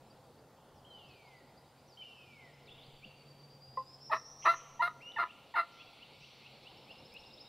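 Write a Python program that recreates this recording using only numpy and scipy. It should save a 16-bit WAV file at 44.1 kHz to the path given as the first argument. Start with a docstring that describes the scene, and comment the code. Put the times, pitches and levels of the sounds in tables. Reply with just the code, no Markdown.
"""Turkey call in open woods, morning

Close to the microphone a turkey call, likely a hunter's mouth call, gives one cluck and five raspy yelps, each
a clear high note that breaks into a lower, rougher one: sine overtones, random pulses ringing resonances, and
filtered noise for breath. Songbirds whistle, chip, trill and buzz as gliding sines, and the trunks echo all of
it. Banded noise makes the far chorus and the air, wavering sines the far drone; the camera adds hiss, a few
soft bumps and faint ticks."""
import sys
import numpy as np
from scipy import signal
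from scipy.fft import rfft, irfft, next_fast_len
from scipy.io import wavfile
from scipy.ndimage import uniform_filter1d, map_coordinates

SR = 44100
rng = np.random.default_rng(int(sys.argv[2]) if len(sys.argv) > 2 else 0)


def to_wav(sig):
    """Store sig (one row per channel, or 1-D mono) as 16-bit WAV at the path in sys.argv[1].

    Samples outside -1..1 are clipped; the rate is SR.
    """
    pcm = np.clip(np.atleast_2d(sig), -1, 1) * 32767
    pcm = np.round(pcm).astype(np.int16)
    wavfile.write(sys.argv[1], SR, pcm.T)  # frames by channels


N = 329868


def amp(db):
    """Decibels to gain."""
    return 10 ** (np.asarray(db) / 20)


def unit(x):
    """x at rms 1."""
    return x / np.sqrt(np.mean(x ** 2) + 1e-20)


def along(points, hz):
    """Interpolate (Hz, value) points on a log frequency axis."""
    f, v = np.transpose(points)
    return np.interp(np.log(hz + 1), np.log(f + 1), v)


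def curves(rows):
    """One value per sample for each column after the time."""
    s, *cols = np.transpose(rows)
    return [np.interp(np.arange(N) / SR, s, c) for c in cols]


def note(rows, fade=0.0013):
    """First sample, a soft-edged gate and the columns, from first row to last."""
    s, *cols = np.transpose(rows)
    t = np.arange(s[0], s[-1], 1 / SR)
    gate = np.clip(np.minimum(t - s[0], s[-1] - t) / fade, 0, 1)
    return (round(s[0] * SR), gate, *[np.interp(t, s, c) for c in cols])


def add(track, start, x):
    """Mix x into track from sample start."""
    track[start:start + len(x)] += x[:len(track) - start]


def wobble(rate):
    """A smooth random curve, rate knots a second."""
    return map_coordinates(rng.standard_normal(int(N * rate / SR) + 4), [np.arange(N) * rate / SR])


def filtered(x, response):
    """x times a complex response of frequency."""
    m = next_fast_len(N + SR // 2)
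    return irfft(rfft(x, m) * response(np.fft.rfftfreq(m, 1 / SR)), m)[..., :N]


def peak(f, hz, width_hz):
    """One causal resonance."""
    return 1j * f * width_hz / (hz * hz - f * f + 1j * f * width_hz)


def resonances(f, modes):
    """Steep-sided resonances, each applied twice; neighbours oppose each other, so the valleys are deep."""
    return sum((-1) ** k * amp(db) * peak(f, hz, width) ** 2 for k, (hz, width, db) in enumerate(modes))


def span(f, low_hz, high_hz):
    """A flat band with steep edges."""
    return 1 / (1 + (2 * (f - (low_hz + high_hz) / 2) / (high_hz - low_hz)) ** 8)


def rush(response, patchy_db):
    """Filtered noise of rms 1 with patches of random gain over time and frequency."""
    z = signal.stft(rng.standard_normal(N), nperseg=512)[2]
    field = uniform_filter1d(uniform_filter1d(rng.standard_normal(z.shape), 5, 0), 12, 1)
    patchy = signal.istft(z * amp(patchy_db * unit(field)), nperseg=512)[1][:N]
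    return unit(filtered(patchy, response))


def whistle(track, rows, overtone_db=-40, rough_hz=0):
    """Add a gliding sine with a weak octave; rows (s, Hz, dB rms)."""
    start, gate, hz, db = note(rows)
    shake = np.repeat(rng.standard_normal(len(hz) // 100 + 1), 100)[:len(hz)]
    turn = 2 * np.pi * np.cumsum(hz + rough_hz * uniform_filter1d(shake, size=100)) / SR
    add(track, start, np.sqrt(2) * gate * amp(db) * (np.sin(turn) + amp(overtone_db) * np.sin(2 * turn)))


def series(first, last, period, first_db, last_db):
    """Evenly spaced notes under a steady change of level: rows (s, dB)."""
    return np.linspace((first, first_db), (last, last_db), round((last - first) / period) + 1)


def hiss():
    """Camera hiss common to both channels: patchy coloured noise with nothing below 1 kHz."""
    # colour of the hiss before it is set to its level: (frequency [Hz], relative density [dB per Hz])
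    hiss_colour = [(1200, 8.5), (2000, 3.5), (4500, -21), (6000, 0), (7500, -1.5), (11000, -4),
                   (15700, -6.5)]
    return amp(-75) * rush(lambda f: amp(along(hiss_colour, f)) * (f > 1000), patchy_db=1.5)


def side_hiss():
    """Noise of opposite sign in the two channels, which gives the hiss its width."""
    # colour of the side noise before it is set to its level: (frequency [Hz], relative density [dB per Hz])
    side_colour = [(15, -34), (25, -8), (101, -3.5), (411, -9), (827, -19), (1310, -15.5), (2700, -19.5),
                   (7120, -14), (15500, -17)]
    return amp(-78.5) * rush(lambda f: amp(along(side_colour, f)), patchy_db=-1.5)


def wind():
    """Far wind and traffic: coloured noise whose level drifts slowly."""
    # course of the air: (time [s], level [dB])
    air_course = [(0, -61.5), (.3, -60), (2.2, -63.5), (2.7, -62.5), (6.27, -64), (6.9, -60.5),
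                  (7.48, -61.5)]
    # colour of the air: (frequency [Hz], relative density [dB per Hz])
    air_colour = [(15, -50), (25, -18.5), (97, -8), (135, -5), (174, -9), (216, -7), (346, -10),
                  (471, -7.5), (525, -4), (585, -9.5), (826, -7), (1100, -16), (1400, -20.5), (1700, -26.5),
                  (1900, -25), (2470, -45), (4180, -120)]
    level_db = curves(air_course)[0] + 0.37 * wobble(7)
    return amp(level_db) * rush(lambda f: amp(along(air_colour, f)), patchy_db=1.5)


def drone():
    """A far hum: low sines that waver at random in pitch and strength."""
    # course of the whole hum: (time [s], level [dB])
    drone_course = [(0, -66), (2.1, -68), (2.35, -63), (3.17, -63.5), (3.37, -56.5), (4.54, -64),
                    (4.94, -60), (5.31, -80), (6.48, -65.5), (7.48, -92)]
    # lines of the hum: (pitch [Hz], twice the scale of its waver [Hz], level within the hum [dB])
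    drone_lines = [(138.3, 9.6, -1.5), (125, 1.9, -13.5)]
    lines = np.zeros(N)
    for hz, waver, db in drone_lines:
        strength = amp(db + 1.57 * wobble(16))
        pitch = hz + waver * wobble(14) / 2
        lines += strength * np.sin(2 * np.pi * np.cumsum(pitch) / SR)
    return amp(curves(drone_course)[0]) * lines


def gusts():
    """Slow pressure on the microphone: a smooth random curve that swells with each gust."""
    # gusts: (time of the peak [s], peak level [dB], rise and fall time each [s])
    gust_peaks = [(2.91, -64, .4), (4.65, -72, 0.55), (7.23, -77, .2)]
    calm_db = -91.5
    t = np.arange(N) / SR
    push_db = calm_db + sum((db - calm_db) * np.clip(1 - abs(t - s) / width, 0, 1) for s, db, width in gust_peaks)
    return amp(push_db) * wobble(70)


def whine():
    """A faint steady tone that fades in and out."""
    # stretches of the tone: (start [s], end [s], level after the fade in [dB], level before the fade out [dB])
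    whine_spans = [(0.298, 3.03, -83.5, -80), (5.301, 6.8, -80, -83)]
    hz, fade_s = 1400, 0.32
    track = np.zeros(N)
    for s, end, first_db, last_db in whine_spans:
        whistle(track, [(s, hz, first_db - 13), (s + fade_s, hz, first_db),
                        (end - fade_s, hz, last_db), (end, hz, last_db - 16)])
    return track


def handling():
    """Soft bumps on the camera body as dying low sines, and faint dry ticks as bright noise."""
    # bumps: (time [s], level before onset and decay [dB], pitch [Hz])
    bumps = [(2.88, -51, 129), (3.057, -49, 209), (4.5, -56, 168), (7.192, -58, 68)]
    # ticks: (time [s], gain of the noise at the start [dB])
    ticks = [(3.4144, -81), (7.1402, -57)]
    track, t = np.zeros(N), np.arange(SR // 8) / SR
    for s, db, hz in bumps:
        onset = 1 - np.exp(-t / 0.0013)
        add(track, round(s * SR), amp(db - 60 * t / 0.1) * np.sin(2 * np.pi * hz * t) * onset)
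    for s, db in ticks:
        add(track, round(s * SR), amp(db - 60 * t / .012) * np.diff(rng.standard_normal(len(t) + 1)))
    return track


def chorus():
    """Distant singers, blurred by the trees into a haze of noise over the range of their songs."""
    # course of the haze: (time [s], level of the low, middle and high singers [dB each])
    chorus_course = [(0, -77, -76.5, -82.5), (.8, -82.5, -80, -84), (1.15, -73, -74, -86),
                     (1.75, -78, -78, -85), (2.1, -77, -75.5, -78.5), (2.9, -69, -74, -84),
                     (3.6, -76, -77.5, -81), (4.35, -80.5, -76, -84), (5.3, -69.5, -74.5, -82),
                     (5.8, -65.5, -65.5, -81.5), (6.6, -65.5, -64.5, -79), (7.48, -71.5, -71.5, -81)]
    # range of each group of singers: (lowest [Hz], highest [Hz])
    singers = [(2000, 3450), (3300, 4780), (4700, 5650)]
    return sum(amp(db) * rush(lambda f: span(f, *edges), patchy_db=1.5)
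               for db, edges in zip(curves(chorus_course), singers))


def far_phrases():
    """Phrases too distant to keep their notes apart: bursts of banded noise that hold, then die away."""
    # phrases: (time [s], held [s], lowest [Hz], highest [Hz], level while held [dB])
    phrases = [(0.571, .2, 2700, 3560, -77.5), (2.689, 0.15, 2660, 3860, -65.5),
               (3.84, 0.1, 6950, 8000, -83), (4.419, 0.056, 2000, 3360, -59.5),
               (5.71, 0.043, 4730, 6150, -72.5), (6.11, .08, 4740, 5600, -78),
               (6.199, 0.055, 4760, 6280, -70.5)]
    track, t = np.zeros(N), np.arange(SR // 2) / SR
    f = np.fft.rfftfreq(len(t), 1 / SR)
    for s, held, low_hz, high_hz, db in phrases:
        blur = irfft(rfft(rng.standard_normal(len(t))) * span(f, low_hz, high_hz), len(t))
        dying = amp(db - 39 * np.maximum(t - held, 0))  # 39 dB a second
        add(track, round(s * SR), unit(blur) * np.minimum(t / 0.007, 1) * dying)
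    return track


def far_slurs():
    """Single slurs and a run of even upstrokes from farther birds; leaves break up their level."""
    # slurs: (time [s], length [s], from [Hz], to [Hz], level at mid-note [dB])
    # a negative length plays the slur backwards, ending at its time
    slurs = [(.07, 0.008, 5100, 5200, -77), (.1, 0.024, 4780, 4650, -72), (0.239, .03, 4700, 4600, -73.5),
             (0.376, 0.026, 4700, 4700, -76), (.755, 0.052, 5860, 4580, -78),
             (0.898, 0.03, 4250, 3900, -74), (0.978, 0.054, 3800, 3150, -71),
             (1.086, 0.039, 5730, 4150, -70.5), (1.876, 0.076, 6120, 4360, -70),
             (2.657, 0.034, 5300, 3230, -69), (2.699, 0.03, 3110, 3600, -64),
             (2.871, -0.089, 4910, 3270, -66), (5.119, 0.0034, 3050, 3880, -49.5),
             (5.776, 0.05, 3200, 3410, -64), (6.215, 0.046, 5000, 4370, -71),
             (6.409, 0.077, 4200, 4800, -79), (7.45, 0.053, 3680, 3890, -60)]
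    # upstrokes: first [s], last [s], period [s], length [s], from [Hz], to [Hz], first level [dB], last level [dB]
    warble = (.925, 1.76, .1045, .055, 4300, 5000, -76, -78)
    track = np.zeros(N)
    strokes = [(s, *warble[3:6], db) for s, db in series(*warble[:3], *warble[6:])]
    for s, length, from_hz, to_hz, db in slurs + strokes:
        knee_hz = from_hz + .7 * (to_hz - from_hz)  # the glide slows near to_hz
        rows = [(s, from_hz, db - 4), (s + length / 2, knee_hz, db), (s + length, to_hz, db - 3)]
        whistle(track, sorted(rows))
    return track * amp(3 * wobble(90))


def buzzer():
    """Short notes climbing the scale, shaken some 270 times a second: the higher, the harder."""
    # course of the song: (time [s], pitch [Hz], level before the shake [dB], glide across a note [Hz])
    buzz_course = [(2.8, 4680, -75, -250), (3.1, 4595, -68, -200), (3.4, 4674, -62.5, -100),
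                   (3.73, 4890, -61, 121), (4.13, 5540, -58.5, 252), (4.5, 5960, -58, 259),
                   (4.63, 6100, -86, 215)]
    # start of each note [s]
    buzz_starts = [2.805, 2.917, 3.036, 3.145, 3.267, 3.378, 3.491, 3.606, 3.73, 3.865, 4.001, 4.128, 4.245,
                   4.381, 4.505, 4.629]
    track, t = np.zeros(N), np.arange(round(.14 * SR)) / SR
    course = curves(buzz_course)
    lengths = .72 * np.gradient(buzz_starts)  # share of its slot that a note fills
    for s, length in zip(buzz_starts, lengths):
        gate = np.clip(np.minimum(t, length - t) / .015, 0, 1)
        hz, db, glide_hz = [c[round(s * SR)] for c in course]
        swing_hz = 15 + .24 * max(hz - 4700, 0)
        drift = .5 * np.cumsum(rng.standard_normal(len(t))) / np.sqrt(len(t))
        flutter = 2 * np.pi * (272 * t + drift)
        pitch = hz + swing_hz * np.sin(flutter) + glide_hz * (t / length - .5)
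        strength = 1 + min(swing_hz / 500, 1) * np.sin(flutter + 1.26)
        tone = np.sin(2 * np.pi * np.cumsum(pitch) / SR)
        add(track, round(s * SR), np.sqrt(2) * amp(db) * gate * strength * tone)
    return track


def falling(s, length, db, sag_hz, hollow_hz, loudest):
    """A whistle that flicks up, then slides down: rows (s, Hz, dB)."""
    # swell after the loudest point: (share of length, level against the loudest [dB])
    whistle_swell = [(.3, -8.5), (.65, -11.5), (.84, -6.5), (.97, -14.5), (1, -44)]
    top_hz, end_hz, flick_hz = 3260, 1852, 319
    u = np.linspace(0, 1, num=80)  # share of the length
    hz = top_hz + (end_hz - top_hz) * u
    hz = hz - hollow_hz * np.sin(np.pi * u) - flick_hz * np.exp(-u / 0.0083)
    hz = hz - sag_hz * u / 0.24 * np.exp(1 - u / 0.22)
    swell_db = np.interp(u, *np.transpose([(0, -4), (loudest, 0), *whistle_swell]))
    return np.transpose([s + u * length, hz, db + swell_db])


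def whistles():
    """Falling whistles and one rising whistle: gliding sines with a weak octave."""
    # falling: (time [s], length [s], loudest [dB], early sag [Hz], hollow of the fall [Hz], loudest at share of length)
    falls = [(0.848, .595, -59.5, -89.5, 140, 0.12), (1.972, .548, -55.5, 192, -41, 0.04)]
    # the rising whistle: (time [s], pitch [Hz], level [dB])
    rising = [(5.003, 1940, -67), (5.025, 2745, -55), (5.078, 2856, -51.5), (5.106, 3000, -54),
              (5.159, 2940, -71)]
    track = np.zeros(N)
    for row in falls:
        whistle(track, falling(*row))
    whistle(track, rising, overtone_db=-18)
    return track


def chips_and_trills():
    """Rising chips and trill notes, each sung from one pattern with a slightly different pitch every time."""
    # chips: (time [s], level added to the pattern [dB], length against the pattern)
    chips = [(2.033, -57.5, .6), (2.688, -59, .5), (3.041, -54, .55), (4.434, -60, .6), (5.296, -58, 1),
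             (5.804, -57.5, 1), (6.02, -59, 1), (6.232, -60, 1), (6.454, -60, 1), (6.663, -57, 1),
             (6.9, -56.5, 1), (7.155, -56.5, 1.2)]
    # pattern of a chip: (time from the chip [s], pitch [Hz], relative level [dB])
    chip_pattern = [(-.035, 2140, -17), (-.02, 2356, -10), (0, 2651, -2), (.012, 2800, 4.5),
                    (0.018, 3100, -2), (.025, 3900, -16)]
    # trills: (first note [s], last note [s], period [s], first level [dB], last level [dB])
    trills = [(2.083, 2.623, .09, -76, -73.5), (6.628, 7.405, .0706, -70.5, -56)]
    # pattern of a trill note: (time from the note [s], pitch [Hz], relative level [dB])
    trill_pattern = [(-.03, 3400, -12), (-.022, 3800, -3), (-.011, 4450, -19), (0, 5000, -5),
                     (.01, 5300, 0), (.022, 5500, -8)]
    track = np.zeros(N)
    for s, db, stretch in chips:
        detune = 1 + 0.01065 * rng.standard_normal()
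        whistle(track, np.array(chip_pattern) * [stretch, detune, 1] + [s, 0, db], rough_hz=85)
    for row in trills:
        for s, db in series(*row):
            detune = 1 + 0.0106 * rng.standard_normal()
            whistle(track, np.array(trill_pattern) * [1, detune, 1] + [s, 0, db])
    return track


def foliage(x):
    """Leaves and twigs scatter a far song: it flutters and smears over a few hundredths of a second."""
    t = np.arange(round(.06 * SR)) / SR
    smear = rng.standard_normal(len(t)) * amp(-60 * t / 0.07)
    fluttering = x * amp(1.5 * wobble(45))
    return fluttering + amp(-7) * signal.fftconvolve(fluttering, smear / np.linalg.norm(smear))[:N]


def high_note(s, length, hz, glide_hz, drop_hz, db, swell_db, octave_db):
    """The clear opening slides into pitch, swells, then gives way: rows (s, Hz, dB, octave dB)."""
    t = np.arange(0, length, .001)
    level_db = db - swell_db * np.interp(t / length, [0, 0.6, 1], [1, 0, 1])
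    pitch = hz + glide_hz * t / length + drop_hz * np.exp(-t / 0.004)
    return np.transpose([s + t, pitch, level_db, octave_db + 0 * t])


def low_note(s, length, hz, glide_hz, peak_s, entry_db, peak_db, close_db, rough_s, rasp_db, catch_db):
    """The note enters rough, settles, fades and ends on a catch: rows (s, Hz, clear dB, rasp dB)."""
    entry_s, settle_s, catch_s = .008, .006, 0.0083  # rise of the note, dying of the rasp, last catch
    edge_db, settle_db = 22, 19  # edges under the note, settled rasp under the rough one
    t = np.arange(0, length, .001)
    close_s = length - catch_s
    clear = np.interp(t, [0, entry_s, peak_s, close_s, length],
                      [entry_db - edge_db, entry_db, peak_db, close_db, close_db - edge_db])
    settled_db = rasp_db - settle_db
    rasp = np.interp(t, [0, entry_s, rough_s, rough_s + settle_s, close_s - catch_s, close_s, length],
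                     [rasp_db - edge_db, rasp_db, rasp_db, settled_db, settled_db, catch_db, catch_db - edge_db])
    return np.transpose([s + t, hz + glide_hz * t / length, clear, rasp])


def yelps():
    """Clear overtones on the pitch, pulses of random size that ring resonances, and air hissing through the call."""
    # a yelp, high note then low note: (time [s], high note length [s], its pitch [Hz], its glide [Hz],
    #  slide into pitch [Hz], level at its peak [dB], its ends under the peak [dB], its octave against it [dB],
    #  low note length [s], its pitch [Hz], its glide [Hz], time to its peak [s],
    #  clear drive at entry, at peak and at close [dB each], rough until [s into the low note],
    #  rasp drive [dB], rasp drive at the closing catch [dB], breath drive [dB]);
    #  the low note's drives come before the overtone strengths and resonances colour them
    yelp_rows = [(4.097, 0.021, 900, -60, 144, -36.5, 10, -16, 0.065, 632.6, 25, .025, -28.5, -30.5, -40, .036, -31, -44, -41.5),
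                 (4.442, .014, 916, -120, 247, -40.5, 12, -22, .1, 664.5, 26.5, 0.052, -27, -21.5, -42.5, .034, -27.5, -40, -38),
                 (4.794, .028, 917, 92, -5, -24, 17, -14, .072, 680, 40, 0.029, -26.5, -27.5, -36.5, .018, -34.5, -33, -37),
                 (5.162, .021, 855, 40.5, 207, -39, 10, 3, .07, 705.7, -35, .025, -38, -27.5, -38, .055, -38.5, -29, -45.5),
                 (5.540, 0.018, 882, -4, 201, -38, 6.5, -5, .071, 698.4, -24.5, 0.049, -32, -25.5, -32, .05, -35, -35, -41.5)]
    # strength of the low note's overtones: (frequency [Hz], gain [dB])
    overtone_colour = [(500, 7), (680, -14.5), (1350, -2), (2050, -12.5), (2750, -23), (3400, -40),
                       (4050, -25), (4800, -36), (6000, -73.5), (8000, -62), (9400, -49.5), (10800, -62),
                       (12000, -66), (13500, -52.5)]
    # resonances rung by the pulses: (frequency [Hz], width [Hz], gain before the rasp's own [dB])
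    rasp_modes = [(382, 220, -20.5), (1024, 290, 0), (1240, 120, 4.5), (1630, 170, -18), (1830, 225, -3),
                  (2530, 990, -18), (3650, 100, -20), (4570, 400, -55)]
    # treble resonances that the airstream hisses through: (frequency [Hz], width [Hz], gain [dB])
    breath_modes = [(3880, 520, 14.5), (8400, 490, -8.5), (10800, 960, -4.5), (12400, 410, -12),
                    (13000, 970, -6.5)]
    clear, pulses, flow, shake = np.zeros(N), np.zeros(N), np.zeros(N), wobble(250)
    for yelp in yelp_rows:
        start, gate, hz, db, octave_db = note(high_note(*yelp[:8]))
        turn = 2 * np.pi * np.cumsum(hz) / SR
        upper = np.sin(2 * turn) + amp(-16) * np.sin(3 * turn) + amp(-20) * np.sin(4 * turn)
        add(clear, start, np.sqrt(2) * gate * amp(db) * (np.sin(turn) + amp(octave_db) * upper))
    order = np.arange(1, 22)[:, None]
    for s, high_s, *yelp, breath_db in yelp_rows:
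        low_s = s + high_s - .007  # the low note starts under the high one
        start, gate, hz, clear_db, rasp_db = note(low_note(low_s, *yelp[6:]))
        rough = amp(np.minimum(rasp_db - clear_db, 0))  # the raspier, the less steady the pitch
        cycles = np.cumsum(hz * (1 + .045 * rough * shake[start:start + len(hz)])) / SR
        stack = amp(along(overtone_colour, order * hz)) * np.sin(2 * np.pi * order * cycles)
        add(clear, start, np.sqrt(2) * gate * amp(clear_db) * stack.sum(axis=0))
        closing = np.diff(np.floor(cycles), prepend=0)  # one pulse a cycle
        size = rng.uniform(-np.sqrt(3), np.sqrt(3), len(hz))
        add(pulses, start, closing * gate * amp(rasp_db) * size)
        effort = np.sqrt(amp(clear_db) + amp(rasp_db))  # hiss grows slower than the tone
        add(flow, start, gate * amp(breath_db) * effort)
    soft = lambda f: 1 / (1 + 1j * f / 4500) ** 3  # soft pulses carry little treble
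    rasp = amp(36.5) * filtered(pulses, lambda f: resonances(f, rasp_modes) * soft(f))
    breath = filtered(flow * rng.standard_normal(N), lambda f: resonances(f, breath_modes))
    return clear + rasp + breath


def cluck():
    """A quick chord of dying resonances, cut short as the call is stopped."""
    # clucks, each starting 4 ms ahead of its time: (time [s], level added to the resonances [dB])
    clucks = [(3.776, -30.5)]
    # resonances: (frequency [Hz], relative level [dB], time to die by 60 dB if left to ring [s])
    cluck_modes = [(519, -10.5, 0.14), (834, -18.5, 0.26), (1042, 2.5, 0.28), (1970, -18.5, 0.063),
                   (2680, -38, 0.23)]
    track, t = np.zeros(N), np.arange(SR // 4) / SR
    onset = (1 - np.exp(-t / 0.0013)) ** 2
    stop = np.clip((.066 - t) / .02, 0, 1)
    for s, db in clucks:
        ring = sum(amp(level - 60 * t / t60) * np.sin(2 * np.pi * hz * t) for hz, level, t60 in cluck_modes)
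        add(track, round((s - .004) * SR), amp(db) * ring * stop * onset)
    return track


def trunk_echoes(x):
    """Separate early echoes off the nearest trunks."""
    # near echoes: (delay [s], level [dB])
    trunks = [(.011, -17), (0.015, -17), (.023, -21), (.034, -18), (.047, -29)]
    return sum(amp(db) * np.roll(x, round(delay * SR)) for delay, db in trunks)


def woods(x):
    """Blurred echoes off the trunks: each frequency dies at its own speed, in a new pattern every quarter second."""
    # decay of the echoes: (frequency [Hz], time to die by 60 dB [s])
    decay_times = [(300, 4.3), (1400, 1.24), (3000, 1.05), (6000, 1.26), (12000, 0.68)]
    out, step = np.zeros(N + 2 * SR), SR // 4
    for start in range(0, N, step):
        hz, t, z = signal.stft(rng.standard_normal(SR), SR, nperseg=256)
        tail = signal.istft(z * amp(-60 * t / along(decay_times, hz)[:, None]), SR, nperseg=256)[1]
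        # the tail sets in 600 samples after the sound
        add(out, start + 600, signal.fftconvolve(x[start:start + step], tail / np.linalg.norm(tail)))
    return out[:N]


def scene():
    """Everything lies straight ahead of the microphone; only the hiss differs between the channels."""
    background = wind() + drone() + gusts() + whine() + handling() + hiss() + chorus() + far_phrases()
    buzz = foliage(buzzer())
    birds = foliage(far_slurs() + whistles() + chips_and_trills())
    call = yelps() + cluck()
    echo = trunk_echoes(call) + woods(amp(-27.5) * call + amp(-4.0) * birds + amp(-2.5) * buzz)
    mid = background + buzz + birds + call + echo
    side = side_hiss()
    return np.array([mid + side, mid - side])


def record(dry):
    """The camera keeps nothing above its band limit of 15.7 kHz."""
    return filtered(dry, lambda hz: hz < 15700)


dry = scene()
out = record(dry)
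to_wav(out)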